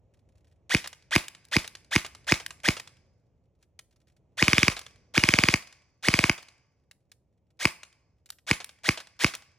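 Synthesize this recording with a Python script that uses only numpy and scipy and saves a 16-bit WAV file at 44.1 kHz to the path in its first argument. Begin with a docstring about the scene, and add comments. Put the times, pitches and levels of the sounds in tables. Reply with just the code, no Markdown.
"""A town rumbles faintly under rustles and sparse ticks; then an electric airsoft rifle fires close by in a fenced yard.
It fires single shots and three short bursts. A motor spins up a whining, rasping gearbox, made of tones and noise;
on each turn of the gears the spring shoves the body, the piston knocks and the muzzle puffs.
Each pellet smacks the far backstop and bounces twice; these and the trigger clicks are short noisy taps on plastic.
Reflections and two diffuse tails of noise make the yard's echo, heard by a pair of microphones."""
import sys
import numpy as np
from scipy import signal
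from scipy.fft import rfft, irfft
from scipy.io import wavfile
from scipy.ndimage import uniform_filter1d

SR = 44100
rng = np.random.default_rng(int(sys.argv[2]) if len(sys.argv) > 2 else 0)


def generate_wav(signal):
    """Clip the signal to [-1, 1] and save it as 16-bit WAV at the path in sys.argv[1]."""
    frames = np.transpose(np.atleast_2d(signal))
    scaled = np.clip(frames, -1, 1) * 32767
    pcm = np.round(scaled).astype(np.int16)
    wavfile.write(sys.argv[1], SR, pcm)


N = 422478
TIME = np.arange(N) / SR  # seconds

# Distant town, its tone colour. Each row: frequency in Hz, relative level in dB.
TOWN_SPECTRUM = [(20, -30.5), (45, -5), (70, 4), (120, 2), (220, -9.5), (400, -12.5), (550, -12.5),
                 (1000, -26.5), (1600, -38.5), (2400, -35), (4000, -45.5), (7000, -43.5), (10000, -58),
                 (16000, -56)]
# Times when the town swells. Each row: loudest moment in seconds, half-width in seconds, dB added.
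TOWN_SWELLS = [(.3, 0.96, 6), (2.4, 0.89, 9), (4.75, 0.6, 9)]
TOWN_DB = -71  # before the swells are added
THUD_S = 4.70  # start of the low thud

# Louder rustles as the hands shift on the rifle. Each row: start in seconds, length in seconds, level in dB.
HAND_SHIFTS = [(0, 0.7, -83.5), (3.621, .16, -71), (3.901, .4, -82), (7.49, 0.034, -80.5),
               (8.269, .13, -66)]
FAINT_TICKS_DB = -93.5  # steady level of sparse, very faint random ticks between the louder rustles
# Trigger springing back and loose parts clicking.
# Each row: start in seconds, level in dB before a shared boost, treble tilt in dB per octave, decay in seconds.
TRIGGER_CLICKS = [(.859, -29.5, -8, .004), (.874, -23, .5, .0038), (1.282, -24.5, 1, .0023),
                  (1.451, -41.5, 2.5, .003), (1.485, -49, 3, .0022), (1.677, -25.5, 0.5, .0021),
                  (2.063, -28.5, 0.5, .003), (2.463, -20, 0, .0015), (2.798, -24.5, -2.5, .0035),
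                  (3.791, -31, -1, .004), (4.792, -26, 1, .003), (6.425, -41.5, 2.5, .006),
                  (6.912, -38.5, -1, .004), (7.117, -39, 0.5, .0045), (8.259, -42, 2, .006),
                  (8.303, -23.5, 2.5, .0019), (8.644, -23, 2, .0018), (9.002, -27.5, -5, .008),
                  (9.351, -23, 2, .0021)]
# Tone colour of the trigger clicks, ticks and rustles. Each row: frequency in Hz, relative level in dB.
TRIGGER_SPECTRUM = [(150, -30), (700, -4.5), (1000, -4.5), (1800, 2.5), (2700, 3), (3800, 3), (7000, 0),
                    (16000, -2.5)]
CLOSE_ECHO = 0.48  # share (0-1) of the yard's echo carried by the clicks, ticks and rustles

# First pellet of each pull hitting the backstop. Each row: start in seconds, level in dB before SMACK_DB.
BACKSTOP_HITS = [(.842, -25), (1.2375, -33), (1.643, -27), (2.047, -23), (2.399, -26), (2.767, -23),
                 (4.511, -22), (5.263, -39), (6.167, -30), (7.739, -46), (8.602, -24.5), (8.974, -22.5),
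                 (9.337, -23)]
# The same pellet coming down after it rebounds. Each row: start in seconds, level in dB before the bounce's own.
PELLET_LANDINGS = [(.929, -30), (1.349, -34.5), (1.751, -27), (2.149, -30.5), (2.506, -24), (2.874, -32),
                   (4.608, -30), (5.364, -37), (6.273, -37.5), (7.832, -28.5), (8.692, -33), (9.071, -38),
                   (9.422, -40)]
# The two bounces. Each row: dB added to the landing, treble tilt in dB per octave, decay in seconds.
PELLET_BOUNCES = [(11.5, 0.5, 0.0041), (-7.5, 1.5, .003)]
# Tone colour of a pellet's impact. Each row: frequency in Hz, relative level in dB.
PELLET_SPECTRUM = [(40, -63), (150, -26), (550, -5), (900, -5.5), (2200, -2), (3000, -1.5), (5500, -4.5),
                   (9000, -11), (16000, -24.5)]
SMACK_DB, SMACK_TILT_DB, SMACK_DECAY_S = 13.5, -2, 0.011  # tilt is per octave
BOUNCE_S = .095  # from the first bounce to the second

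# Trigger pulls; a held trigger fires a burst.
# Each row: first shot in seconds, seconds of cocking before it, seconds the motor stays on after it,
# then relative levels in dB: gear whine, gear rasp, muzzle puff, tick of the gear first letting the piston go.
TRIGGER_PULLS = [(.748, .053, 0, 0, 0.5, -.5, -2), (1.1616, .0525, 0, 1.5, 0, -0.5, 4.5),
                 (1.566, .052, 0.0007, -0.5, -1, 0, -8.5), (1.9614, .0525, 0, -1, -.5, -0.85, 1),
                 (2.3217, .053, 0.0015, -1, 0, -1, -3), (2.687, .053, 0.0012, -1, 0.5, -0.5, -3),
                 (4.4256, .054, 0.25, -2, -1, -.5, -20.5), (5.1785, .0395, 0.34, -2, -1, -.5, -12.5),
                 (6.085, .059, .175, -5, -1.5, -0.8, -19), (7.654, .062, 0.004, -9, -3.5, -4.5, -6.5),
                 (8.5124, .0455, 0.0011, -9, -2.5, -3, -7), (8.8899, .055, 0.0017, -7, -2.5, -2.5, -13.5),
                 (9.2451, .053, 0.0038, -6, 1, -1.5, -2)]
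# Tone colour of the scraping gears. Each row: frequency in Hz, relative level in dB.
RASP_SPECTRUM = [(100, -37.5), (330, -32), (600, -6.5), (900, -15), (1700, -7), (2300, -6), (2800, -5.5),
                 (3500, -3.5), (4400, -5.5), (5800, -7), (8000, -11), (16000, -17)]
# How well the gearbox shell radiates the tooth tones. Each row: frequency in Hz, gain in dB.
WHINE_GAIN = [(300, -25), (700, -8.5), (1100, -16.5), (1650, -3), (2200, -1), (2850, -5), (3350, 1.5),
              (4000, -14), (5800, -9.5), (8000, -16.5), (16000, -28.5)]
CYCLE_S = .0493  # one turn of the gears at full speed, one shot
START_LAG_S, SPIN_UP_S = .0305, .035  # a turn takes longer while the motor is still gaining speed
COAST_REACH_S, COAST_DRAG = .04, .24  # without power: how far the gears can still turn, and the share they slow by
FREE_S, FREE_COASTING_S = .009, .018  # after a shot the gears spin free this long before they catch the piston
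FREE_DB, CATCH_DB, CATCH_DECAY_S = -4.5, 7, 0.0069  # the rasp drops meanwhile, and flares at the catch

# Heavily damped ringing of the cylinder when the piston lands.
# Each row: frequency in Hz, relative level in dB, seconds to the crest.
CYLINDER_MODES = [(900, -28, .001), (1157, -20, .0016), (1480, -33.5, .003), (1950, -19, .0011),
                  (2279, -2.5, 0.0009454), (2446, -9.5, 0.0012043), (3440, -21.5, .0006),
                  (4900, -11, .0007), (5735, -16, .0006)]
# Crack that rides on the knock. Each row: frequency in Hz, relative level in dB.
CRACK_SPECTRUM = [(200, -10.5), (550, 5.5), (1100, 1), (2300, -8), (3600, -1), (6000, -2), (8000, -5),
                  (16000, -8.5)]
SLAM_DB, SLAM_SPREAD_DB = 0.4, .5  # the piston lands nearly alike every time
REFILL_DB = -3.5  # later shots of a burst puff less, as the cylinder has less time to refill
# Hollow plastic body of the rifle. 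Each row: centre in Hz, width in Hz, dB added or taken away.
BODY_RESONANCES = [(333, 170, 3.5), (670, 180, 0), (800, 30, -1.5), (900, 88, 3), (1125, 81, 5),
                   (1300, 82, -3), (2380, 410, 4.5), (2780, 170, -7), (2890, 80, 4)]

# Separate reflections from the shooter, ground and fence. Each row: delay in seconds, level in dB.
REFLECTIONS = [(.0032, -14), (.0049, -21.5), (.0092, -28), (0.0181, -18), (0.0345, -30.5), (.054, -32.5)]
# Diffuse echo. Each row: frequency in Hz, near walls in dB, far yard in dB,
# seconds for the far yard to fade by 60 dB.
YARD_ECHO = [(80, -27.5, -39, 0.38), (302, -30, -37, 0.39), (700, -14, -23.5, 0.87), (1310, -14, -31.5, 1),
             (2320, -19, -28, 0.62), (3890, -19, -25.5, 0.65), (6000, -13, -26, 0.91),
             (9900, -11, -22, 0.31), (16000, -19, -38, .2)]
# Timing between the two microphones. Each row: frequency in Hz, radians by which left leads.
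MIC_LEAD = [(100, -.11), (400, -.3), (950, -.9), (1450, .2), (2000, .5), (2600, 1.15), (3200, .55),
            (3900, .3), (4500, 1.1), (4900, 3.2), (5300, 6.2), (8000, 7.8), (11000, 8.7), (12500, 9.15)]
# Loudness between the two microphones. Each row: frequency in Hz, left minus right in dB.
MIC_BALANCE = [(60, 0.0), (110, -1), (200, -0.5), (380, -1.0), (700, -1.5), (1290, -3.5), (2380, 0.5),
               (4400, 0.5), (8120, 0.0), (15000, 0.0)]
CUTOFF_HZ = 16100  # top of the recorded band


def amp(db):
    """Turns decibels into gain."""
    return 10 ** (np.asarray(db) / 20)


def unit(x):
    """Scales a sound to an rms level of 1."""
    return x / np.sqrt(np.mean(x ** 2) + 1e-20)


def read(points, hz, axis=1):
    """Reads one column of a table, filling in between rows on a log-frequency axis."""
    table = np.transpose(points)
    return np.interp(np.log(hz + 1), np.log(table[0] + 1), table[axis])


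def add(mix, s, sound):
    """Mixes a sound in at time s (seconds)."""
    part = mix[max(round(s * SR), 0):][:len(sound)]
    part += sound[:len(part)]


def noise(spectrum, size):
    """Makes noise of rms 1 with the given tone colour."""
    gain = amp(read(spectrum, np.fft.rfftfreq(size, 1 / SR)))
    return unit(irfft(rfft(rng.standard_normal(size)) * gain, size))


def ring(spectrum, tilt_db=0, size=2048):
    """Response of a body to one blow, with energy 1; it sounds only after the blow."""
    hz = abs(np.fft.fftfreq(size, 1 / SR))
    log_gain = np.log(amp(read(spectrum, hz) + tilt_db * np.log2(hz + 800)))
    response = np.fft.ifft(np.exp(signal.hilbert(log_gain).conj())).real
    return response / np.linalg.norm(response)


def chatter(decay, rise=0.00032, size=2048):
    """A train of tiny random contacts that builds and dies, with energy 1."""
    t = np.arange(size) / SR
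    envelope = np.exp(-t / max(decay, 1 / SR)) * (1 - np.exp(-(t / rise) ** 2))
    burst = rng.standard_normal(size) * envelope
    return burst / np.linalg.norm(burst)


def tap(spectrum, tilt_db, decay):
    """A small plastic impact: a short chatter heard through the struck body."""
    return signal.fftconvolve(chatter(decay), ring(spectrum, tilt_db))


def town(apart=0.37):
    """Distant traffic rumble, swelling slowly and nearly alike in both ears."""
    swells_db = sum(db * np.exp(-((TIME - s) / width) ** 2) for s, width, db in TOWN_SWELLS)
    shared = noise(TOWN_SPECTRUM, N)
    ears = np.array([shared + apart * noise(TOWN_SPECTRUM, N) for _ in range(2)])
    return amp(TOWN_DB + swells_db) * ears


def bump(thud_hz=48, thud_db=-51):
    """A soft low thud as the first burst stops: one low tone that rises and dies."""
    out, t = np.zeros(N), np.arange(SR // 3) / SR
    age = t / .028  # 1 at the crest of the envelope
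    add(out, THUD_S, amp(thud_db) * age * np.exp(1 - age) * np.sin(2 * np.pi * thud_hz * t))
    return out


def ticks_and_rustles(per_s=26, grain_decay=0.0069, count=6):
    """Sparse, very faint random ticks at a steady level, raised to louder rustles while the hands shift."""
    moments = (rng.random((count, N)) < per_s / count / SR) * rng.uniform(0.27, 1, (count, N))
    grains = np.array([tap(TRIGGER_SPECTRUM, tilt_db=-1.5, decay=grain_decay) for _ in range(count)])
    ticks = unit(signal.oaconvolve(moments, grains, axes=1).sum(0)[:N])
    shifts = sum(amp(db) * ((TIME > s) & (TIME < s + length)) for s, length, db in HAND_SHIFTS)
    return (amp(FAINT_TICKS_DB) + uniform_filter1d(shifts, size=800)) * ticks


def clicks(level_db=14):
    """The trigger and loose parts tap the rifle's body."""
    out = np.zeros(N)
    for s, db, tilt_db, decay in TRIGGER_CLICKS:
        add(out, s, amp(level_db + db) * tap(TRIGGER_SPECTRUM, tilt_db, decay))
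    return out


def shot_times(first, cocking, held):
    """The gears fire once a turn while the motor runs, and once more if they can coast that far."""
    shots = [0]
    while True:
        lag = START_LAG_S * np.exp(-(shots[-1] + cocking) / SPIN_UP_S)
        due = shots[-1] + CYCLE_S + lag
        if due - held > COAST_REACH_S:
            return first + np.array(shots)
        shots.append(due + COAST_DRAG * max(due - held, 0))


def pellets():
    """Every shot sends a pellet down the yard: a smack on the backstop, then two bounces."""
    out = np.zeros(N)
    for pull, (smack, smack_db), (landing, landing_db) in zip(TRIGGER_PULLS, BACKSTOP_HITS, PELLET_LANDINGS):
        _, cocking, held, *_ = pull
        for later in shot_times(0, cocking, held):
            hit = tap(PELLET_SPECTRUM, SMACK_TILT_DB, SMACK_DECAY_S)
            add(out, smack + later, amp(SMACK_DB + smack_db) * hit)
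            for k, (db, tilt_db, decay) in enumerate(PELLET_BOUNCES):
                bounce = amp(landing_db + db) * tap(PELLET_SPECTRUM, tilt_db, decay)
                add(out, landing + later + k * BOUNCE_S, bounce)
    return out


def engagement(t, shots):
    """How hard the gears bear on the piston: they let go for each shot, then catch it again with a rattle."""
    db = np.zeros(len(t))
    for s in shots:
        catch = s + (FREE_S if s < shots[-1] else FREE_COASTING_S)
        db += FREE_DB * ((t > s - .005) & (t < catch))
        db += CATCH_DB * (t >= catch) * np.exp(-abs(t - catch) / CATCH_DECAY_S)
    return amp(uniform_filter1d(db, size=40))


def gearbox(shots, power_off, whine_db, rasp_db, mesh_hz=3700, spin_up=0.035, sag=0.25, coast=0.055,
            surge=2.0, surge_s=0.036, ease_s=.042, rough_db=2.5):
    """The motor spins up, sags as it cocks the spring for each shot (seconds after the pull), then coasts."""
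    t = np.arange(0, shots[-1] + 0.26, 1 / SR)
    unpowered = np.maximum(t - power_off, 0)
    cycle = np.interp(t, np.r_[0, shots], np.arange(len(shots) + 1))
    spring = uniform_filter1d(cycle % 1, size=300).clip(0, 1)  # how far the spring is compressed
    speed = (1 - np.exp(-t / spin_up)) * (1 - sag * spring ** 1.4) * np.exp(-unpowered / coast)
    wobble = unit(uniform_filter1d(rng.standard_normal(len(t)), size=40))
    hz = mesh_hz * speed * (1 + .02 * wobble)  # gear teeth meeting per second
    mesh = 2 * np.pi * np.cumsum(hz) / SR

    # the teeth sing while they pull on the spring, hardest while the motor is still accelerating
    load = (0.14 + np.sin(np.pi * spring) ** 2) * (1 + 3.5 * np.exp(-(t / 0.052) ** 2))
    load *= np.exp(-np.maximum(t - shots[-1], 0) / 0.065)
    overtones_db = [-3.5, -9, -11.5, -17.5]
    whine = sum(amp(db + read(WHINE_GAIN, k * hz)) * np.sin(k * mesh) for k, db in enumerate(overtones_db, 1))

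    # they scrape from the first instant, surge with the starting motor, and ease off once the power is cut
    force = (1 - 0.9 * np.exp(-(t / 0.026) ** 2)) * (1 + surge * np.exp(-(t / surge_s) ** 2))
    force *= np.exp(-(unpowered / ease_s) ** 1.5)
    knocks = amp(rough_db * unit(uniform_filter1d(rng.standard_normal(len(t)), size=90)))
    rasp = noise(RASP_SPECTRUM, len(t)) * (1 + 0.17 * np.cos(mesh)) * knocks
    return amp(whine_db - 30.5) * load * whine + amp(rasp_db - 35) * force * engagement(t, shots) * rasp


def recoil(shell_hz=358, shove_db=-21, width=0.0016, groan_hz=820, groan_db=-26):
    """The released spring groans, then shoves the hollow body just before the piston lands."""
    t = np.arange(1024) / SR - .0072  # zero at the middle of the shove
    shove = amp(shove_db) * np.exp(-(t / width) ** 2) * np.cos(2 * np.pi * shell_hz * t)
    groan = amp(groan_db) * np.exp(-((t + 0.0027) / width) ** 2) * np.cos(2 * np.pi * groan_hz * t)
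    return shove + groan


def piston(knock_db=0.0, crack_db=-19.0, crack_crest=0.0011):
    """The piston head lands on its rubber pad: each mode swells briefly and dies; loose parts crack."""
    t = np.arange(1024) / SR

    def swell(crest):
        """Rises to 1 at the crest (seconds), then dies."""
        return (t / crest * np.exp(1 - t / crest)) ** 3.3

    knock = np.zeros(len(t))
    for hz, db, crest in CYLINDER_MODES:
        mode_hz = hz * rng.uniform(0.99, 1.01)
        knock += amp(db) * swell(crest) * np.cos(2 * np.pi * mode_hz * (t - crest))
    crack = noise(CRACK_SPECTRUM, len(t)) * np.sqrt(swell(crack_crest))
    return amp(knock_db) * knock + amp(crack_db) * crack


def muzzle(puff_db=-14.5, crest=.00556, spread=0.65, turns=1.124):
    """Air leaves the barrel as a thump whose pitch falls as the pressure spends itself."""
    age = np.log(np.arange(1, 3072) / SR / crest)  # log time, so the waves grow ever longer
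    envelope = np.exp(-(age / spread) ** 2 / (1 + 0.5 * abs(age)))
    return -amp(puff_db) * envelope * np.cos(2 * np.pi * turns * age)


def shell(x):
    """The fixed resonances of the rifle's body colour all that it radiates."""
    hz = np.fft.rfftfreq(N, 1 / SR)
    colour_db = sum(db / (1 + (2 * (hz - centre) / width) ** 2) for centre, width, db in BODY_RESONANCES)
    cepstrum = irfft(np.log(amp(colour_db)), N)
    cepstrum[1:N // 2] *= 2  # folded forward in time, so that the body rings only after a blow
    cepstrum[N // 2 + 1:] = 0
    return irfft(rfft(x) * np.exp(rfft(cepstrum)), N)


def rifle(recoil_refill_db=-7, tick_tilt_db=-1.5):
    """Each pull runs the gearbox; each shot is a shove of the spring, a slam of the piston and a puff of air."""
    out = np.zeros(N)
    for first, cocking, held, whine_db, rasp_db, puff_db, tick_db in TRIGGER_PULLS:
        on, shots = first - cocking, shot_times(first, cocking, held)
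        add(out, on, gearbox(shots - on, cocking + held, whine_db, rasp_db))
        add(out, first - .0082, amp(tick_db - 3) * tap(TRIGGER_SPECTRUM, tick_tilt_db, decay=.0015))
        for s in shots:
            later = s > first  # later shots of a burst shove and puff less
            add(out, s - .0095, amp(puff_db + recoil_refill_db * later) * recoil())
            add(out, s - .0005, amp(SLAM_DB + SLAM_SPREAD_DB * rng.standard_normal()) * piston())
            add(out, s, amp(puff_db + REFILL_DB * later) * muzzle())
    return shell(out)


def scatter(column, t60, delay, apart):
    """A diffuse tail for each microphone; each band fades by 60 dB in its own t60 (seconds)."""
    hz, t, (shared, own) = signal.stft(rng.standard_normal((2, SR)), SR, nperseg=256)
    # Each pair: frequency in Hz, how unlike the two microphones are.
    unlikeness = [(200, .3), (900, 0.98), (1800, 0.3), (5000, 1.4), (9000, 4.0), (13000, 0.66)]
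    unlike = apart * read(unlikeness, hz)[:, None]
    pair = np.array([shared + unlike * own, shared - unlike * own]) / np.sqrt(1 + unlike ** 2)
    # sets each band's total energy, however long it lasts
    gain = amp(read(YARD_ECHO, hz, axis=column)) * np.sqrt(2 * np.log(1000) / (t60(hz) * SR))
    fade = amp(-60 * t / t60(hz)[:, None])
    tail = signal.istft(pair * fade * gain[:, None], SR, nperseg=256)[1]
    return np.pad(tail, ((0, 0), (round(delay * SR), 0)))[:, :SR]


def yard(x):
    """Direct sound, a few hard reflections, scatter from near walls and the long wash of the neighbourhood."""
    response = scatter(column=1, t60=lambda hz: 0.26 + 0 * hz, delay=.014, apart=0.93)
    response += scatter(column=2, t60=lambda hz: read(YARD_ECHO, hz, axis=3), delay=0.04, apart=0.42)
    mirrors = np.zeros(SR)
    for delay, db in REFLECTIONS:
        mirrors[round(delay * SR)] += amp(db)
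    bass_cut = signal.butter(1, 700, "high", fs=SR, output="sos")  # bass bends round the reflecting surfaces
    response += signal.sosfilt(bass_cut, mirrors)
    response[:, 0] += 1  # the direct sound
    return signal.fftconvolve(x[None], response, axes=1)[:, :N]


def scene():
    """Everything heard in the yard, in two channels."""
    close = clicks() + ticks_and_rustles()
    echoing = yard(rifle() + pellets() + CLOSE_ECHO * close)
    return echoing + (1 - CLOSE_ECHO) * close + town() + bump()


def record(dry):
    """Two microphones hear each band out of step; the highest peaks are rounded off; then the band limit."""
    hz = np.fft.rfftfreq(N, 1 / SR)
    lead, louder_db = read(MIC_LEAD, hz), read(MIC_BALANCE, hz)
    # each microphone takes half of the difference
    timing = np.exp(.5j * np.array([lead, -lead]))
    balance = amp(np.array([louder_db, -louder_db]) / 2)
    pair = irfft(rfft(dry) * timing * balance, N)
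    rounded = pair / (1 + (pair / .95) ** 8) ** (1 / 8)
    band_limit = signal.firwin(511, CUTOFF_HZ, window=("kaiser", 9), fs=SR)
    return signal.oaconvolve(rounded, band_limit[None], "same")


dry = scene()
out = record(dry)
generate_wav(out)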